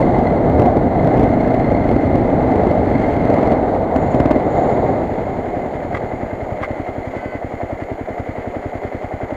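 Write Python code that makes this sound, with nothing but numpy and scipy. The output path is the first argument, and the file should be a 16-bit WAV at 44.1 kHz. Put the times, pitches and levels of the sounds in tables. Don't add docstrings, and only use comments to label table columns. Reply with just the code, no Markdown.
import sys
import numpy as np
from scipy import signal
from scipy.fft import rfft, irfft
from scipy.io import wavfile
from scipy.ndimage import uniform_filter1d

SR = 44100
rng = np.random.default_rng(int(sys.argv[2]) if len(sys.argv) > 2 else 0)


def dump(signal):
    limited = np.clip(np.atleast_2d(signal).T, -1, 1)
    pcm = np.round(limited * 32767).astype(np.int16)
    wavfile.write(sys.argv[1], SR, pcm)


N = 412776
TIME = np.arange(N) / SR


def undb(db):
    return 10 ** (np.asarray(db) / 20)


def unit(x):
    return x / np.sqrt(np.mean(x ** 2))


def curves(table):
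    times_s, *columns = np.transpose(table)
    return [np.interp(TIME, times_s, column) for column in columns]


def swells(table, edge_s):
    return sum(height * np.clip(np.minimum(TIME - start, start + length - TIME) / edge_s + .5, 0, 1)
               for start, length, height in table)


def colour(x, spectrum):
    hz, db = np.transpose(spectrum)
    bins_hz = np.arange(N // 2 + 1) * SR / N
    gain = undb(np.interp(np.log(bins_hz + 1), np.log(hz), db))
    return unit(irfft(rfft(x) * gain, N))


def noise(spectrum):
    return colour(rng.standard_normal(N), spectrum)


def resonance(x, hz, width_hz):
    return signal.lfilter(*signal.iirpeak(hz, hz / width_hz, fs=SR), x)


def walk(rate_hz):
    hold = int(SR / rate_hz)
    steps = np.repeat(rng.standard_normal(N // hold + 1), hold)[:N]
    return unit(uniform_filter1d(steps, hold))


def strokes(cycle, phase, db, scatter_db):
    hits = np.flatnonzero(np.diff(np.floor(cycle - phase)) > 0)
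    pulses = np.zeros(N)
    pulses[hits] = undb(db[hits] + scatter_db * rng.standard_normal(len(hits)))
    return pulses


def ring(pulses, modes, detune, rise_s):
    hz, t60_s, db = np.transpose(modes)[:, :, None]
    t = np.arange(SR // 10) / SR
    envelope = undb(db - 60 * t / t60_s) * (1 - np.exp(-(t / rise_s) ** 2))
    out = np.zeros(N + len(t))
    for i in np.flatnonzero(pulses):
        tuned_hz = hz * (1 + detune * rng.standard_normal(hz.shape))
        out[i:i + len(t)] += pulses[i] * np.sum(envelope * np.sin(2 * np.pi * tuned_hz * t), axis=0)
    return out[:N]


def fade(pulses, decay_s):
    return signal.lfilter([1], [1, -np.exp(-1 / (decay_s * SR))], pulses)


def suction(pulses, hz, length_s):
    t = np.arange(-(SR // 20), SR // 20 + 1) / SR
    dip = -np.cos(2 * np.pi * hz * t) * np.exp(-(t / length_s) ** 2)
    return signal.fftconvolve(pulses, dip, "same")


def exhaust(cycle, db):
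    # mode in Hz, t60 in seconds, level in dB.
    silencer_modes = [(273, 0.042, -42.5), (382, 0.18, -30.5), (620.6, 0.069, -18), (706, 0.13, -22),
                      (820, 0.024, -35)]
    # frequency in Hz, relative density in dB.
    gas_spectrum = [(100, -10), (300, -2), (450, 4.5), (680, 3.5), (850, -2), (1050, -11.5), (1800, -15),
                    (2600, -29), (5000, -46.5), (9000, -62.5)]
    pulses = strokes(cycle, .628, db, scatter_db=1)
    bark = ring(pulses, silencer_modes, detune=.029, rise_s=.0007)
    delayed = np.roll(pulses, int(.0088 * SR))
    puff = uniform_filter1d(fade(delayed, decay_s=.056), SR // 200)
    return bark + undb(-26) * puff * noise(gas_spectrum)


def intake(cycle, db, rev_octaves, lead_s=.00802):
    # mode in Hz, t60 in seconds, level in dB.
    airbox_modes = [(243, 0.13, -34), (267.8, 0.064, -12), (299.5, 0.068, -16.5), (326, 0.056, -27),
                    (505, 0.046, -29), (623, .051, -22)]
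    snorkel_modes = [(306, .024, -21), (611.6, .029, -12)]
    opening = np.roll(strokes(cycle, 0, db, scatter_db=0), -int(lead_s * SR))
    chuff = ring(opening, snorkel_modes, detune=.06, rise_s=.0038)
    deep_db = .61 * db - 5 * rev_octaves
    gulp = undb(-18.5) * suction(strokes(cycle, 0, deep_db, scatter_db=-2), hz=95.4, length_s=.0064)
    closing = undb(-24) * suction(strokes(cycle, .25, deep_db, scatter_db=1.5), hz=60, length_s=.004)
    honk = ring(opening, airbox_modes, detune=.017, rise_s=.0059)
    return gulp + closing + chuff + honk


def valve_gear(cycle, rev_octaves):
    # start in seconds, length in seconds, change in dB.
    spells = [(.35, 0.62, -7), (1.02, 1.06, 1.5), (2.85, .66, 5), (3.55, 0.43, -4.5), (6.7, 0.65, 1.5)]
    # frequency in Hz, relative density in dB.
    whirr_spectrum = [(500, -5), (1100, 4), (1600, 2.5), (2100, 2), (2600, -8.5), (3300, -10.5),
                      (3800, -18.5), (4300, -14), (5000, -22), (5600, -31), (6100, -21.5), (7000, -22.5),
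                      (8200, -30), (15000, -58.5)]
    # mode in Hz, t60 in seconds, relative level in dB.
    head_modes = [(1620, 0.017, -8), (2066, 0.026, -0.5), (3400, 0.019, -14), (4214, .03, -11)]
    db = -39 + .3 * rev_octaves + swells(spells, edge_s=.12)
    taps = sum(strokes(cycle, phase, db + 4.5 * rev_octaves, scatter_db=5) for phase in (.76, .45))
    whirr = undb(db - 6 + 2.1 * walk(rate_hz=140)) * noise(whirr_spectrum)
    return whirr + undb(-4) * ring(taps, head_modes, detune=.018, rise_s=.0032)


def wind():
    # time in seconds, base rush level in dB, base buffet level in dB.
    airstream = [(0, -16.5, -15.5), (2.3, -19.5, -16), (3.3, -18.5, -20.5), (4.85, -19.5, -23.5),
                 (5.3, -23, -28), (6.4, -27.5, -36), (7.6, -32.5, -51), (9.36, -32.5, -65)]
    # start in seconds, length in seconds, rise of the rush in dB.
    gusts = [(0, 0.21, 2), (.56, .15, 4), (1.08, 0.23, 2), (2.42, 0.33, 2.5), (3.3, 0.25, 4),
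             (3.66, 0.12, 3.5), (4.52, 0.49, 3.5)]
    # frequency in Hz, relative density in dB.
    rush_spectrum = [(120, -19.5), (175, -7), (250, -3.5), (420, 0), (560, -0.5), (730, 1.5), (850, -5),
                     (1000, -14.5), (1300, -21.5), (1900, -30.5), (2600, -46), (4200, -43), (5500, -61),
                     (7000, -52.5), (9000, -73)]
    buffet_spectrum = [(15, -6), (30, -7), (55, 0), (125, 2), (170, -0.5), (260, -0.5), (350, -7),
                       (800, -28.5), (2000, -79.5)]
    rush_db, buffet_db = curves(airstream)
    rush = undb(rush_db + swells(gusts, edge_s=.08) + walk(rate_hz=45)) * noise(rush_spectrum)
    buffet = undb(buffet_db - 1 + 1.4 * walk(rate_hz=22)) * noise(buffet_spectrum)
    return rush + buffet


def hard_knocks(gain_db=4):
    # time in seconds, relative peak in dB.
    thumps = [(0.598, -3), (0.621, -4), (0.671, -5), (0.77, -4.5), (1.197, -3), (1.233, -7.5), (1.915, -5),
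              (1.965, -8), (2.157, -6.5), (2.671, -3)]
    pulses = np.zeros(N)
    for time_s, db in thumps:
        pulses[int(time_s * SR)] = undb(db + gain_db)
    return suction(pulses, hz=320, length_s=.0017)


def brake(sing_hz=6804, sing_start_s=3.9, attack_s=.7, release_s=.6):
    # start in seconds, length in seconds, scrape level in dB.
    bites = [(3.935, 0.28, -61.5), (4.5, 0.26, -59.5)]
    bite = swells([(start, length, undb(db)) for start, length, db in bites], edge_s=.04)
    drag = undb(-16) * fade(bite, release_s) / (release_s * SR)
    friction = rng.standard_normal(N)
    for _ in range(2):
        friction = resonance(friction, hz=6900, width_hz=460)
    scrape = (bite + drag) * undb(2.6 * walk(rate_hz=46)) * unit(friction)
    onset = np.clip((TIME - sing_start_s) / attack_s, 0, 1)
    sing = onset * np.sqrt(2) * np.sin(2 * np.pi * sing_hz * TIME)
    return scrape + undb(-66.5 + .8 * walk(rate_hz=9)) * sing


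def rattles():
    # centre in seconds, level in dB, Gaussian sigma in seconds.
    bursts = [(5.953, -24.5, 0.004), (5.973, -28, 0.0061), (6.637, -24.5, 0.012)]
    # mode in Hz, width in Hz, relative level in dB.
    part_modes = [(1030, 160, -6), (1210, 150, 6), (1410, 140, 0), (1600, 85, 4), (1950, 180, 0),
                  (1980, 160, -8), (3200, 170, -9), (4200, 300, -21), (6600, 900, -31)]
    # frequency in Hz, relative gain in dB.
    dulling = [(600, 6), (1100, 3), (3500, -5), (5000, -13), (7000, -13), (9000, -17), (15000, -21.5)]
    envelope = sum(undb(db) * np.exp(-((TIME - centre_s) / sigma_s) ** 2 / 2)
                   for centre_s, db, sigma_s in bursts)
    clicks = rng.standard_normal(N) * undb(3.5 * walk(rate_hz=700))
    ringing = sum(undb(db) * resonance(clicks, hz, width_hz) for hz, width_hz, db in part_modes)
    return envelope * colour(ringing, dulling)


def horn(hz=507, start_s=7.13, end_s=7.4, edge_s=.04):
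    # harmonic number, rms level in dB.
    partials = [(2, -51), (3, -44), (4, -50), (5, -60), (6, -64), (9, -66)]
    gate = np.clip(np.minimum(TIME - start_s, end_s - TIME) / edge_s, 0, 1)
    turns = np.cumsum(hz * (1 + .0022 * walk(rate_hz=23))) / SR
    return gate * np.sqrt(2) * sum(undb(db) * np.sin(2 * np.pi * k * turns) for k, db in partials)


def scene():
    # time in seconds, engine speed in rpm.
    revs = [(0, 3782), (.59, 3845), (2.33, 3214), (3.52, 2628), (3.7, 1646), (4.08, 1966), (4.35, 2368),
            (4.67, 1725), (5.16, 1350), (6.29, 1223), (6.72, 1316), (7.92, 1263), (8.49, 1319),
            (8.91, 1221), (9.36, 1327)]
    # start in seconds, length in seconds, rise of the intake in dB.
    throttle = [(1.0, 2.22, 4.5), (3.235, 0.34, 8.5), (3.93, 0.084, 13), (4.115, .265, 13.5)]
    rpm, = curves(revs)
    cycle = np.cumsum(rpm / 60 / 2) / SR
    rev_octaves = np.log2(rpm / rpm.min())
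    throttle_db = swells(throttle, edge_s=.035)
    intake_db = 2 * rev_octaves + throttle_db
    exhaust_db = -1 - 3.5 * rev_octaves + .44 * throttle_db
    breathing = intake(cycle, intake_db, rev_octaves) + exhaust(cycle, exhaust_db)
    engine = breathing + valve_gear(cycle, rev_octaves)
    return (engine + wind() + hard_knocks() + brake() + rattles() + horn())[None]


def record(dry, bass_hz=18, hiss_db=-66.5, clip_level=.69, top_hz=15400):
    cased = dry + undb(8) * resonance(dry, hz=2080, width_hz=145)
    thinned = signal.sosfilt(signal.butter(1, bass_hz, "high", fs=SR, output="sos"), cased)
    hissing = thinned + undb(hiss_db) * rng.standard_normal(dry.shape)
    clipped = np.clip(hissing, -clip_level, clip_level)
    faded_in = clipped * np.minimum(TIME / .004, 1)
    return signal.sosfilt(signal.ellip(8, .2, 70, top_hz, fs=SR, output="sos"), faded_in)


dry = scene()
out = record(dry)
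dump(out)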